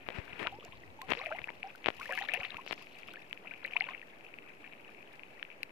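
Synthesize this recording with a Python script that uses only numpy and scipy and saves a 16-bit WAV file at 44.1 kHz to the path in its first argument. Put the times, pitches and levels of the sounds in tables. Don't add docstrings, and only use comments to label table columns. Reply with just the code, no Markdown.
import sys
import numpy as np
from scipy import signal
from scipy.io import wavfile
from scipy.ndimage import uniform_filter1d

SR = 44100
rng = np.random.default_rng(int(sys.argv[2]) if len(sys.argv) > 2 else 0)


def linear_from_db(decibels):
    return 10 ** (np.asarray(decibels, float) / 20)


def materialize(psi):
    bounded = np.clip(np.atleast_2d(psi).T, -1, 1)
    quanta = np.round(bounded * 32767).astype(np.int16)
    wavfile.write(sys.argv[1], SR, quanta)


N = 251811

# pitch_hz, level_db (per Hz)
SEA_SPECTRUM = [(15, -14.5), (25, 0), (36, -34.5), (55, -21.5), (353, -12), (590, -13.5), (774, -14),
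                (1360, -24), (2470, -16.5), (3510, -42), (6540, -43), (13600, -45), (16000, -51)]
# pitch_hz, likeness (-1 to 1)
SEA_LIKENESS = [(60, 1), (180, 0.81), (550, 0.64), (1650, -1.05), (4970, -0.16), (15000, 0.081)]
# pitch_hz, left_over_right_db
SEA_BALANCE = [(60, 22), (110, 1), (200, -1.5), (380, -1), (700, 1.5), (1290, -1.5), (2380, 4.5),
               (4400, -7), (8120, 0), (15000, -2.5)]
SEA_LEVEL_DB = -58

# start_s, gurgle_db, spray_db, fizz_db
STIRRING = [(0, -58, -84, -76), (.3, -58.5, -81, -79), (.45, -42.5, -83, -68), (.55, -67, -82, -67),
            (.68, -57, -85, -64), (.95, -80, -87, -69), (1.2, -49, -72, -61.5), (1.45, -53.5, -81, -81),
            (1.55, -60.5, -82, -67), (1.65, -55.5, -83.5, -64), (1.92, -63, -74.5, -67),
            (2.05, -49.5, -65.5, -65), (2.2, -47.5, -68, -55.5), (2.4, -43.5, -76.5, -58.5),
            (2.62, -54.5, -81, -69), (2.7, -61, -80, -52), (2.82, -62.5, -77, -67), (3.1, -58, -78, -62),
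            (3.25, -64.5, -80, -72), (3.52, -55, -80.5, -83), (3.6, -57.5, -82, -82),
            (3.75, -54.5, -80, -66), (3.9, -48.5, -86, -67), (4.0, -61.5, -85, -91), (4.7, -61, -84, -79),
            (5.4, -59, -84, -78), (5.71, -61.5, -87, -87)]
# pitch_hz, left_db, right_db
PORT_COLOUR = [(250, -21, -20.5), (740, -11.5, -16.5), (1500, -11, -17.5), (1800, -3.5, -12.5),
               (2620, 3.5, -11), (3496, -18.5, -20.5), (5270, -28, -29), (8700, -42.5, -37.5),
               (11770, -29, -44), (12600, -61.5, -41), (14100, -31.5, -31.5), (16000, -50.5, -73)]
# start_s, peak_db (rough level), left_over_right_db (before the port colour)
SPRAY_TICKS = [(0.3926, -57, 13), (0.6496, -52.5, -19), (1.0175, -46, -15.5), (1.1049, -46, 7),
               (1.267, -51.5, 4), (1.7576, -51.5, 2), (1.9991, -45.5, -2), (2.058, -59, -5),
               (2.0774, -65, -6), (2.1237, -45, 3), (2.152, -42.5, -2), (2.1886, -50, 19),
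               (2.339, -38.5, 5), (2.6637, -51.5, 5), (2.7244, -49, 19), (3.1362, -48.5, 1),
               (3.3295, -53, -10), (3.6626, -54, -13), (5.6312, -42, 9.5)]
TREBLE_LOSS_DB = 40

# time_s, level_db, ringing_share (0 to 1)
HOUSING_CREAKS = [(0.088, -15, 0.32), (0.104, -23.5, 0.53), (0.3951, -24, 0.8), (0.3988, -24, 0.85),
                  (0.471, -11, 0.78), (1.0911, -25, 0.1), (1.1058, -16.5, 0.4), (1.108, -29, 0.2),
                  (1.1171, -17, 0.43), (1.118, -10.5, 0.63), (1.1211, -7, 0.33), (1.1342, -21, 0.4),
                  (1.1351, -13.5, 0.8), (1.1514, -21.5, 0.54), (1.392, -25, 0.34), (1.4177, -27, 0.73),
                  (1.4742, -27.5, 0.26), (1.5033, -25.5, 0.3), (1.8439, -23.5, 0.9), (1.8604, -7.5, 0.68),
                  (1.8688, -15, 0.28), (1.8735, -21, 0.9), (1.8834, -15, 0.34), (1.8862, -5.5, 0.19),
                  (1.9036, -19, 0.48), (2.545, -24.5, 0.52), (2.664, -29.5, 0), (2.6768, -23.5, 1),
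                  (2.7104, -16.5, 0.49), (2.7197, -24, 0.56), (2.728, -14.5, 0.57), (2.7309, -19.5, 0.68)]
# time_s, level_db, nominal_pitch_hz (the pitch glides down)
GRIP_BUMPS = [(0.188, -19.5, 98), (0.334, -43, 111), (.42, -33, 151), (0.691, -40, 89),
              (2.398, -35.5, 93.5), (2.551, -40.5, 101)]
# start_s, hold_s, level_db
HAND_STROKES = [(0.072, 0.4, -49.5), (0.151, 0.037, -41), (0.332, .01, -46.5), (0.401, 0.025, -36),
                (1.1, 0.0085, -34), (1.872, 0.013, -44), (2.7, 0.0091, -44.5)]
# pitch_hz, level_db
RUBBING_COLOUR = [(30, -31.5), (150, -5), (400, -0.5), (1200, -6), (2400, -1), (3300, -14), (6000, -32.5),
                  (15000, -44.5)]
# time_s, level_db
HAND_RUMBLE = [(0, -57), (.4, -62), (.9, -57.5), (1.5, -62), (2.5, -71), (2.8, -70), (5.71, -86)]
RUB_RISE_DB_PER_S, RUB_FALL_DB_PER_S, RUB_REST_DB = 702, 320, -62

# start_s, left_peak_db, start_pitch_hz, rise_per_cycle (log of pitch ratio), fall_60db_s
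CLEAR_BUBBLES = [(.0991, -41, 470, 0.018, 0.031), (.278, -43, 1590, 0.0018, .015),
                 (.4249, -36, 980, 0.046, .0097), (.4435, -31, 1800, .013, .011),
                 (.448, -30, 2160, 0.057, 0.0061), (.4495, -39, 646, 0.0073, 0.034),
                 (0.4548, -40, 850, 0.021, .082), (0.4645, -27.5, 1330, 0.0066, .012),
                 (0.474, -26.5, 1350, .02, 0.011), (.4748, -36, 940, 0.0043, 0.03),
                 (.5221, -42, 755, 0.0046, 0.19), (.586, -40, 433, 0.031, 0.0093),
                 (.625, -46, 1080, 0.021, .03), (.64, -45.5, 427, 0.00031, 0.016),
                 (.655, -44.5, 686, .003, .04), (.678, -53, 920, 0.017, 0.075),
                 (.73, -50, 944, 0.017, 0.049), (.8353, -42.5, 1950, 0.00029, .028),
                 (0.989, -45, 880, 0, .099), (1.0153, -40.5, 1003, 0.0041, 0.09),
                 (1.0153, -28, 1980, 0, 0.0025), (1.03, -47.5, 763, 0, 0.16),
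                 (1.1126, -24, 2360, 0.019, 0.019), (1.111, -24.5, 1630, 0.067, 0.014),
                 (1.1668, -45, 439, .011, 0.27), (1.1913, -36, 3900, 0, 0.0045),
                 (1.196, -38.5, 1033, 0.0078, 0.056), (1.2111, -38.5, 750, .0057, 0.056),
                 (1.215, -26.5, 2180, 0.0056, 0.0089), (1.2344, -40.5, 1200, .0042, 0.041),
                 (1.235, -46, 630, 0.0018, 0.12), (1.13, -47.5, 518, 0.017, 0.12),
                 (1.254, -31, 2180, .027, 0.015), (1.26, -20.5, 2460, 0, 0.0083),
                 (1.2649, -35.5, 670, 0, .056), (1.266, -32, 1920, .014, 0.021),
                 (1.2782, -46, 610, 0, 0.19), (1.306, -38.5, 800, 0.012, 0.054),
                 (1.3141, -35.5, 597, 0.0077, 0.15), (1.3287, -48, 615, 0.011, 0.14),
                 (1.2065, -43, 1100, .0025, 0.041), (1.315, -28.5, 1350, 0, 0.024),
                 (1.323, -29.5, 1520, 0.0047, 0.021), (1.3436, -40, 662, 0.036, .1),
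                 (1.3861, -28.5, 1950, 0.017, 0.021), (1.4413, -23, 2460, .004, .012),
                 (1.4831, -32.5, 1450, 0.05, 0.06), (1.488, -42.5, 910, 0.0035, 0.063),
                 (1.4896, -27.5, 1980, .024, 0.021), (1.6302, -22.5, 2460, 0, 0.0054),
                 (1.6399, -37.5, 759, 0.0021, 0.094), (1.6622, -44, 750, 0.0082, 0.1),
                 (1.75, -42.5, 1440, 0.0045, .032), (1.851, -32, 2510, 0, .038),
                 (1.993, -42.5, 990, 0.0067, 0.18), (2.0109, -35.5, 1260, 0.032, 0.025),
                 (2.015, -36.5, 2260, 0, 0.021), (2.0553, -34.5, 1640, 0.011, 0.059),
                 (2.0922, -29, 2060, 0.00069, 0.0081), (2.0907, -36.5, 896, 0.013, 0.1),
                 (2.0946, -35, 525, 0.036, 0.041), (2.1061, -41, 535, 0, 0.093),
                 (2.108, -28, 1800, 0.0085, 0.029), (2.1134, -24, 2300, 0.01, 0.008),
                 (2.1154, -40, 718, 0.0016, 0.2), (2.1234, -26, 1660, 0.002, 0.02),
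                 (2.1282, -30.5, 1410, 0.032, 0.038), (2.1316, -33, 1680, 0, .033),
                 (2.0449, -41.5, 2900, 0, 0.014), (2.134, -26.5, 2630, 0.01, 0.012),
                 (2.155, -46, 1110, .012, .022), (2.1762, -42.5, 866, .012, 0.076),
                 (2.1754, -29.5, 2820, 0.0049, 0.031), (2.1752, -18.5, 2100, 0, 0.0076),
                 (2.175, -28.5, 1600, 0.01, .04), (2.1818, -29, 2194, 0.0059, 0.065),
                 (2.186, -26, 1710, .0095, 0.036), (2.2104, -34.5, 787, .0012, 0.089),
                 (2.214, -30, 2700, .0088, .005), (2.221, -29, 1800, .013, 0.015),
                 (2.2226, -32, 3300, 0.024, .016), (2.2334, -40.5, 798, 0.033, 0.14),
                 (2.262, -35, 2700, 0.018, 0.0083), (2.2852, -44, 580, 0, 0.064),
                 (2.2862, -24.5, 3100, .022, 0.0023), (2.2871, -24.5, 2145, .0059, 0.034),
                 (2.2874, -24, 1800, 0, 0.025), (2.2936, -23, 1800, 0.05, .015),
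                 (2.3361, -35.5, 585, 0.086, 0.056), (2.3364, -15.5, 2610, 0.0018, .0072),
                 (2.342, -18.5, 2180, 0.044, 0.0096), (2.3447, -38.5, 675, .011, 0.12),
                 (2.3456, -31.5, 1800, 0, .027), (2.358, -29, 2530, 0.0072, 0.01),
                 (2.3725, -43, 408, 0.064, 0.05), (2.405, -50, 814, .012, .05),
                 (2.4482, -32, 1800, 0.032, 0.026), (2.3873, -45, 523, .012, 0.068),
                 (2.449, -28.5, 3320, .025, 0.0063), (2.4511, -26, 2120, 0.06, .0204),
                 (2.505, -27, 3600, .0069, .0083), (2.5398, -45.5, 1000, 0.013, 0.15),
                 (2.5686, -24.5, 2440, 0, .0058), (2.583, -36.5, 832, 0.045, 0.026),
                 (2.591, -40, 1000, 0.005, 0.053), (2.611, -37, 2300, 0.018, 0.018),
                 (2.812, -52.5, 960, 0.014, 0.11), (3.088, -54, 695, 0.000098, 0.095),
                 (3.084, -47.5, 1050, .041, 0.051), (3.139, -40.5, 1440, .006, 0.032),
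                 (3.169, -41, 1630, 0.0088, 0.052), (3.329, -19.5, 2300, 0.12, 0.002),
                 (3.5101, -30.5, 2206, 0.012, 0.029), (3.516, -42, 1490, 0.0035, 0.04),
                 (3.64, -50, 533, .0026, 0.1), (3.643, -45.5, 3980, 0, 0.0066),
                 (3.6476, -23.5, 2330, 0, 0.0053), (3.6502, -26, 1756, 0.028, .058),
                 (3.7348, -24.5, 2420, 0.0039, .014), (3.7563, -46.5, 695, 0.00058, 0.18),
                 (3.7568, -34.5, 855, .026, 0.075), (3.7655, -12, 2216, 0.02, 0.023),
                 (3.803, -41, 4300, .0016, 0.0048), (3.8059, -39.5, 698, 0.013, 0.12),
                 (3.771, -31.5, 3520, 0, 0.0051), (3.8079, -14.5, 2160, 0, 0.013),
                 (3.816, -37, 1960, 0, .02), (3.8213, -23, 2800, 0, .0065),
                 (3.8406, -26, 2540, 0.0052, 0.014), (3.8857, -37.5, 1024, 0.0024, 0.067),
                 (3.886, -34.5, 1400, 0.027, 0.042), (3.8886, -25, 2070, .01, 0.0028),
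                 (3.905, -48.5, 746, 0, .06), (3.934, -34, 2130, 0.0016, 0.032),
                 (3.9464, -29.5, 1980, 0.026, 0.021), (3.9777, -36.5, 2700, 0, .027),
                 (4.027, -39.5, 1780, 0.0065, 0.037), (5.4272, -31, 1670, 0.022, 0.0089),
                 (5.428, -22, 2620, 0, .0024), (5.6335, -46, 4070, 0, 0.0077),
                 (5.6316, -24, 2410, 0.012, 0.0049)]
# pitch_hz, left_over_right_db (before a small random extra)
BUBBLE_BALANCE = [(500, -2.5), (900, 0), (1350, 4), (1750, 6.5), (2200, 14.5), (2600, 12), (3600, 17),
                  (3950, -10.5)]
WOBBLE_DB, WOBBLE_S = 1.5, 0.0065
SPLASH_LAG, DRIP_LAG = 4, 20

# start_s, left_peak_db
DRIP_PIPS = [(.7227, -34), (.878, -42), (1.1731, -26), (1.324, -28.5), (2.8697, -34.5), (3.0323, -31.5),
             (3.0852, -30), (3.158, -30.5), (3.3106, -35), (3.3751, -32), (3.4773, -32), (3.5377, -28.5),
             (3.6837, -37), (3.724, -30.5), (3.9952, -36), (4.0159, -31.5), (4.2087, -37), (4.3401, -32),
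             (4.3866, -30), (4.6644, -36.5), (4.647, -38.5), (4.6763, -37), (4.7237, -38), (4.734, -34.5),
             (4.9477, -37), (5.0278, -36), (5.1946, -32.5), (5.234, -30), (5.396, -35.5), (5.4504, -33),
             (5.5023, -33.5), (5.5149, -35), (5.694, -40)]

# start_s, length_s, level_db, pitch_hz, width_hz
FOAM_HISSES = [(1.123, 0.1, -66, 4200, 2000), (2.662, 0.055, -57.5, 4130, 2000),
               (2.75, .11, -68, 4280, 2000)]
FOAM_EDGE_S, FOAM_LEFT_OVER_RIGHT_DB = 0.034, 14

CONVERTER_EDGE_HZ, CONVERTER_OFFSET = 15800, 0.001


def evened(x):
    return x / np.sqrt(np.mean(x ** 2) + 1e-20)


def slow_noise(samples):
    return evened(uniform_filter1d(rng.standard_normal(N), samples))


def read(points, hz, column=1):
    table = np.transpose(points)
    return np.interp(np.log(hz + 1), np.log(table[0] + 1), table[column])


def curve(rows, column=1):
    table = np.transpose(rows)
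    return np.interp(np.arange(N) / SR, table[0], table[column])


def add(mix, start_s, sound):
    part = mix[..., round(start_s * SR):][..., :sound.shape[-1]]
    part += sound[..., :part.shape[-1]]


def colour(sound, points, column=1):
    db = read(points, np.fft.rfftfreq(4096, 1 / SR), column)
    log_gain = np.log(linear_from_db(np.concatenate([db, db[-2:0:-1]])))
    response = np.fft.ifft(np.exp(np.conj(signal.hilbert(log_gain)))).real[:1024]
    return signal.oaconvolve(sound, response)[:N]


def clicks(per_s, spread_db):
    size = linear_from_db(spread_db * np.minimum(rng.exponential(1, N), 4))
    return size * (rng.random(N) < per_s / SR)


def ports(left, right):
    return np.array([colour(left, PORT_COLOUR, 1), colour(right, PORT_COLOUR, 2)])


def ring(hz, rise, t60, phase):
    t = np.arange(int(t60 * SR) + 2) / SR
    climb = np.minimum(rise * hz * t, 1)
    pitch = hz * np.exp(climb)
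    burst_db = 150 * climb ** 4
    muffle_db = 28.0 * np.log(np.maximum(pitch, 2800) / max(hz, 2800))
    onset = 1 - np.exp(-(t * hz / 1.47) ** 2)
    swell = onset * linear_from_db(-60 * t / t60 - burst_db - muffle_db)
    return swell / swell.max() * np.sin(2 * np.pi * (np.cumsum(pitch) / SR + phase))


def sea():
    frames, hz = N // 256 + 5, np.fft.rfftfreq(1024, 1 / SR)
    a, b, c, d, patches = rng.standard_normal((frames, 513, 5)).T
    patches = uniform_filter1d(patches, 12, 0)
    patches = evened(uniform_filter1d(patches, 14, 1))
    same = np.clip(read(SEA_LIKENESS, hz), -1, 1)[:, None]
    left = a + 1j * b
    right = same * left + np.sqrt(1 - same ** 2) * (c + 1j * d)
    right /= linear_from_db(read(SEA_BALANCE, hz))[:, None]
    spectra = np.array([left, right]) * linear_from_db(read(SEA_SPECTRUM, hz)[:, None] + patches)
    wash = signal.istft(spectra, nperseg=1024, noverlap=768)[1][:, :N]
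    return linear_from_db(SEA_LEVEL_DB) * evened(wash)


def swarm(pitches_hz, per_s, spread_db, cycles, tilt):
    left, right = np.zeros((2, N))
    for hz, (length, rise, lag, side) in zip(pitches_hz, rng.random((len(pitches_hz), 4))):
        grain = ring(hz, 0.033 * rise, cycles * (0.44 + length ** 2) / hz, lag)
        grain = grain / np.linalg.norm(grain) * (hz / 2000) ** tilt
        train = signal.oaconvolve(clicks(per_s, spread_db), grain)[:N]
        left += np.roll(train, int(3 * SPLASH_LAG * lag)) * linear_from_db(1.2 * (side - 0.5))
        right += train / linear_from_db(14 * (side - 0.5))
    return evened(ports(left, right))


def churn():
    surge = linear_from_db(4.5 * slow_noise(600))
    shared, left, right = rng.standard_normal((3, N)) * surge
    wash = evened(ports(shared + 1.45 * left, shared + 0.42 * right))
    laps = linear_from_db(3.94 * slow_noise(2600))
    crowd = swarm(np.geomspace(450, 3600, 28), per_s=30, spread_db=2.83, cycles=49.0, tilt=0.27)
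    gurgle = laps * crowd + 0.46 * wash
    fizz = swarm(np.geomspace(3000, 6500, 14), per_s=70, spread_db=6.4, cycles=65.0, tilt=0.17)
    return linear_from_db(curve(STIRRING)) * gurgle + linear_from_db(curve(STIRRING, 3)) * fizz


def spray():
    showers = linear_from_db(4 * slow_noise(400))
    fade = linear_from_db(-60 * np.arange(400) / 770.0)
    landings = signal.oaconvolve(clicks(500, 4.6) * showers, fade)[:N]
    shared, left, right = rng.standard_normal((3, N)) * landings
    crackle = evened(np.array([shared + 2.9 * left, shared + 1.9 * right]))
    drops = linear_from_db(curve(STIRRING, 2) + TREBLE_LOSS_DB) * crackle
    tick_fade_db = -60 * np.arange(260) / 190.0
    bursts = rng.standard_normal((len(SPRAY_TICKS), 2, 260))
    for (start_s, db, left_db), burst in zip(SPRAY_TICKS, bursts):
        balance_db = np.array([[0.5], [-0.5]]) * left_db
        add(drops, start_s, linear_from_db(db + TREBLE_LOSS_DB + balance_db + tick_fade_db) * burst)
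    treble = signal.butter(3, 4200, "high", fs=SR, output="sos")
    return ports(*signal.sosfilt(treble, drops))


def creaks():
    out, t = np.zeros(N), np.arange(-40, 400) / SR
    push = -np.exp(-(t / 0.00012) ** 2)
    push += 0.5 * np.exp(-((t - 0.0006) / 0.00038) ** 2)
    push -= 0.014 * np.exp(-((t - 0.002) / 0.002) ** 2)
    ring_shape = np.exp(-(t / np.where(t < 0, 0.00022, 0.0004)) ** 2)
    ringing = -np.cos(2 * np.pi * 2500 * t) * ring_shape
    snap = -0.07 * np.exp(-(t / 0.00005) ** 2)
    for time_s, db, share in HOUSING_CREAKS:
        add(out, time_s + t[0], linear_from_db(db) * ((1 - share) * push + share * ringing + snap))
    return out


def bumps():
    out = np.zeros(N)
    for time_s, db, hz in GRIP_BUMPS:
        turns = np.arange(int(3 * SR / hz)) * hz / SR
        add(out, time_s - 0.002, linear_from_db(db - 25.0 * turns) * np.sin(2 * np.pi * turns ** 0.81))
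    return out


def strokes():
    t, each = np.arange(N) / SR, []
    for start_s, hold_s, db in HAND_STROKES:
        before = np.maximum(start_s - t, 0)
        after = np.maximum(t - start_s - hold_s, 0)
        each.append(db - RUB_RISE_DB_PER_S * before - RUB_FALL_DB_PER_S * after)
    return np.maximum(np.max(each, axis=0), RUB_REST_DB)


def rubbing():
    slips = clicks(900, 5.0) * rng.standard_normal(N) + 0.63 * rng.standard_normal(N)
    return linear_from_db(strokes()) * evened(colour(slips, RUBBING_COLOUR))


def rumble():
    lumps = rng.standard_normal(N) * linear_from_db(5 * slow_noise(2500))
    bass = signal.butter(2, [45, 130], "band", fs=SR, output="sos")
    return linear_from_db(curve(HAND_RUMBLE)) * evened(signal.sosfilt(bass, lumps))


def grip():
    handling = rumble() + rubbing() + creaks() + bumps()
    no_deep_bass = signal.butter(2, 55, "high", fs=SR, output="sos")
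    return signal.sosfilt(no_deep_bass, handling) * linear_from_db(np.array([[0], [-32.0]]))


def bubbles():
    out = np.zeros((2, N))
    window = np.hanning(int(WOBBLE_S * SR) + 3)
    heave = evened(signal.oaconvolve(rng.standard_normal(N), window, "same"))
    wobble = linear_from_db(WOBBLE_DB * heave)
    draws = rng.random((len(CLEAR_BUBBLES), 3))
    for (start_s, db, hz, rise, t60), (phase, side, place) in zip(CLEAR_BUBBLES, draws):
        sound = linear_from_db(db) * ring(hz, rise, t60, phase)
        sound = sound * wobble[int(place * (N - len(sound))):][:len(sound)]
        left_db = read(BUBBLE_BALANCE, hz) + 1.7 * (side + 0.5)
        add(out[0], start_s, sound)
        add(out[1], start_s - SPLASH_LAG / SR, sound / linear_from_db(left_db))
    return out


def drips():
    out = np.zeros((2, N))
    draws = rng.random((len(DRIP_PIPS), 3))
    for (start_s, db), (tune, phase, side) in zip(DRIP_PIPS, draws):
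        sound = linear_from_db(db) * ring(2450 * (1 + 0.034 * (tune - 0.5)), 0, 0.0048, phase)
        add(out[0], start_s, sound)
        add(out[1], start_s - DRIP_LAG / SR, sound / linear_from_db(15.5 + 7.6 * side))
    return out


def foam():
    out, noise = np.zeros((2, N)), rng.standard_normal((2, N))
    balance_db = FOAM_LEFT_OVER_RIGHT_DB * np.array([[0.5], [-0.5]])
    for start_s, length_s, db, hz, width_hz in FOAM_HISSES:
        t = np.arange(0, length_s, 1 / SR)
        band = signal.butter(2, [hz - width_hz / 2, hz + width_hz / 2], "band", fs=SR, output="sos")
        hiss = evened(signal.sosfilt(band, noise[:, round(start_s * SR):][:, :len(t)]))
        swell = np.minimum(np.minimum(t, length_s - t) / FOAM_EDGE_S, 1)
        add(out, start_s, linear_from_db(db + balance_db) * swell * hiss)
    return out


def scene():
    return sea() + churn() + spray() + grip() + bubbles() + drips() + foam()


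def roll_off(x):
    return signal.sosfilt(signal.butter(12, 16110, fs=SR, output="sos"), x)


def record(dry):
    low_pass = signal.firwin(255, CONVERTER_EDGE_HZ, fs=SR)
    limited = signal.oaconvolve(dry, low_pass[None], "same")
    finished = limited + CONVERTER_OFFSET
    return roll_off(finished)


dry = scene()
out = record(dry)
materialize(out)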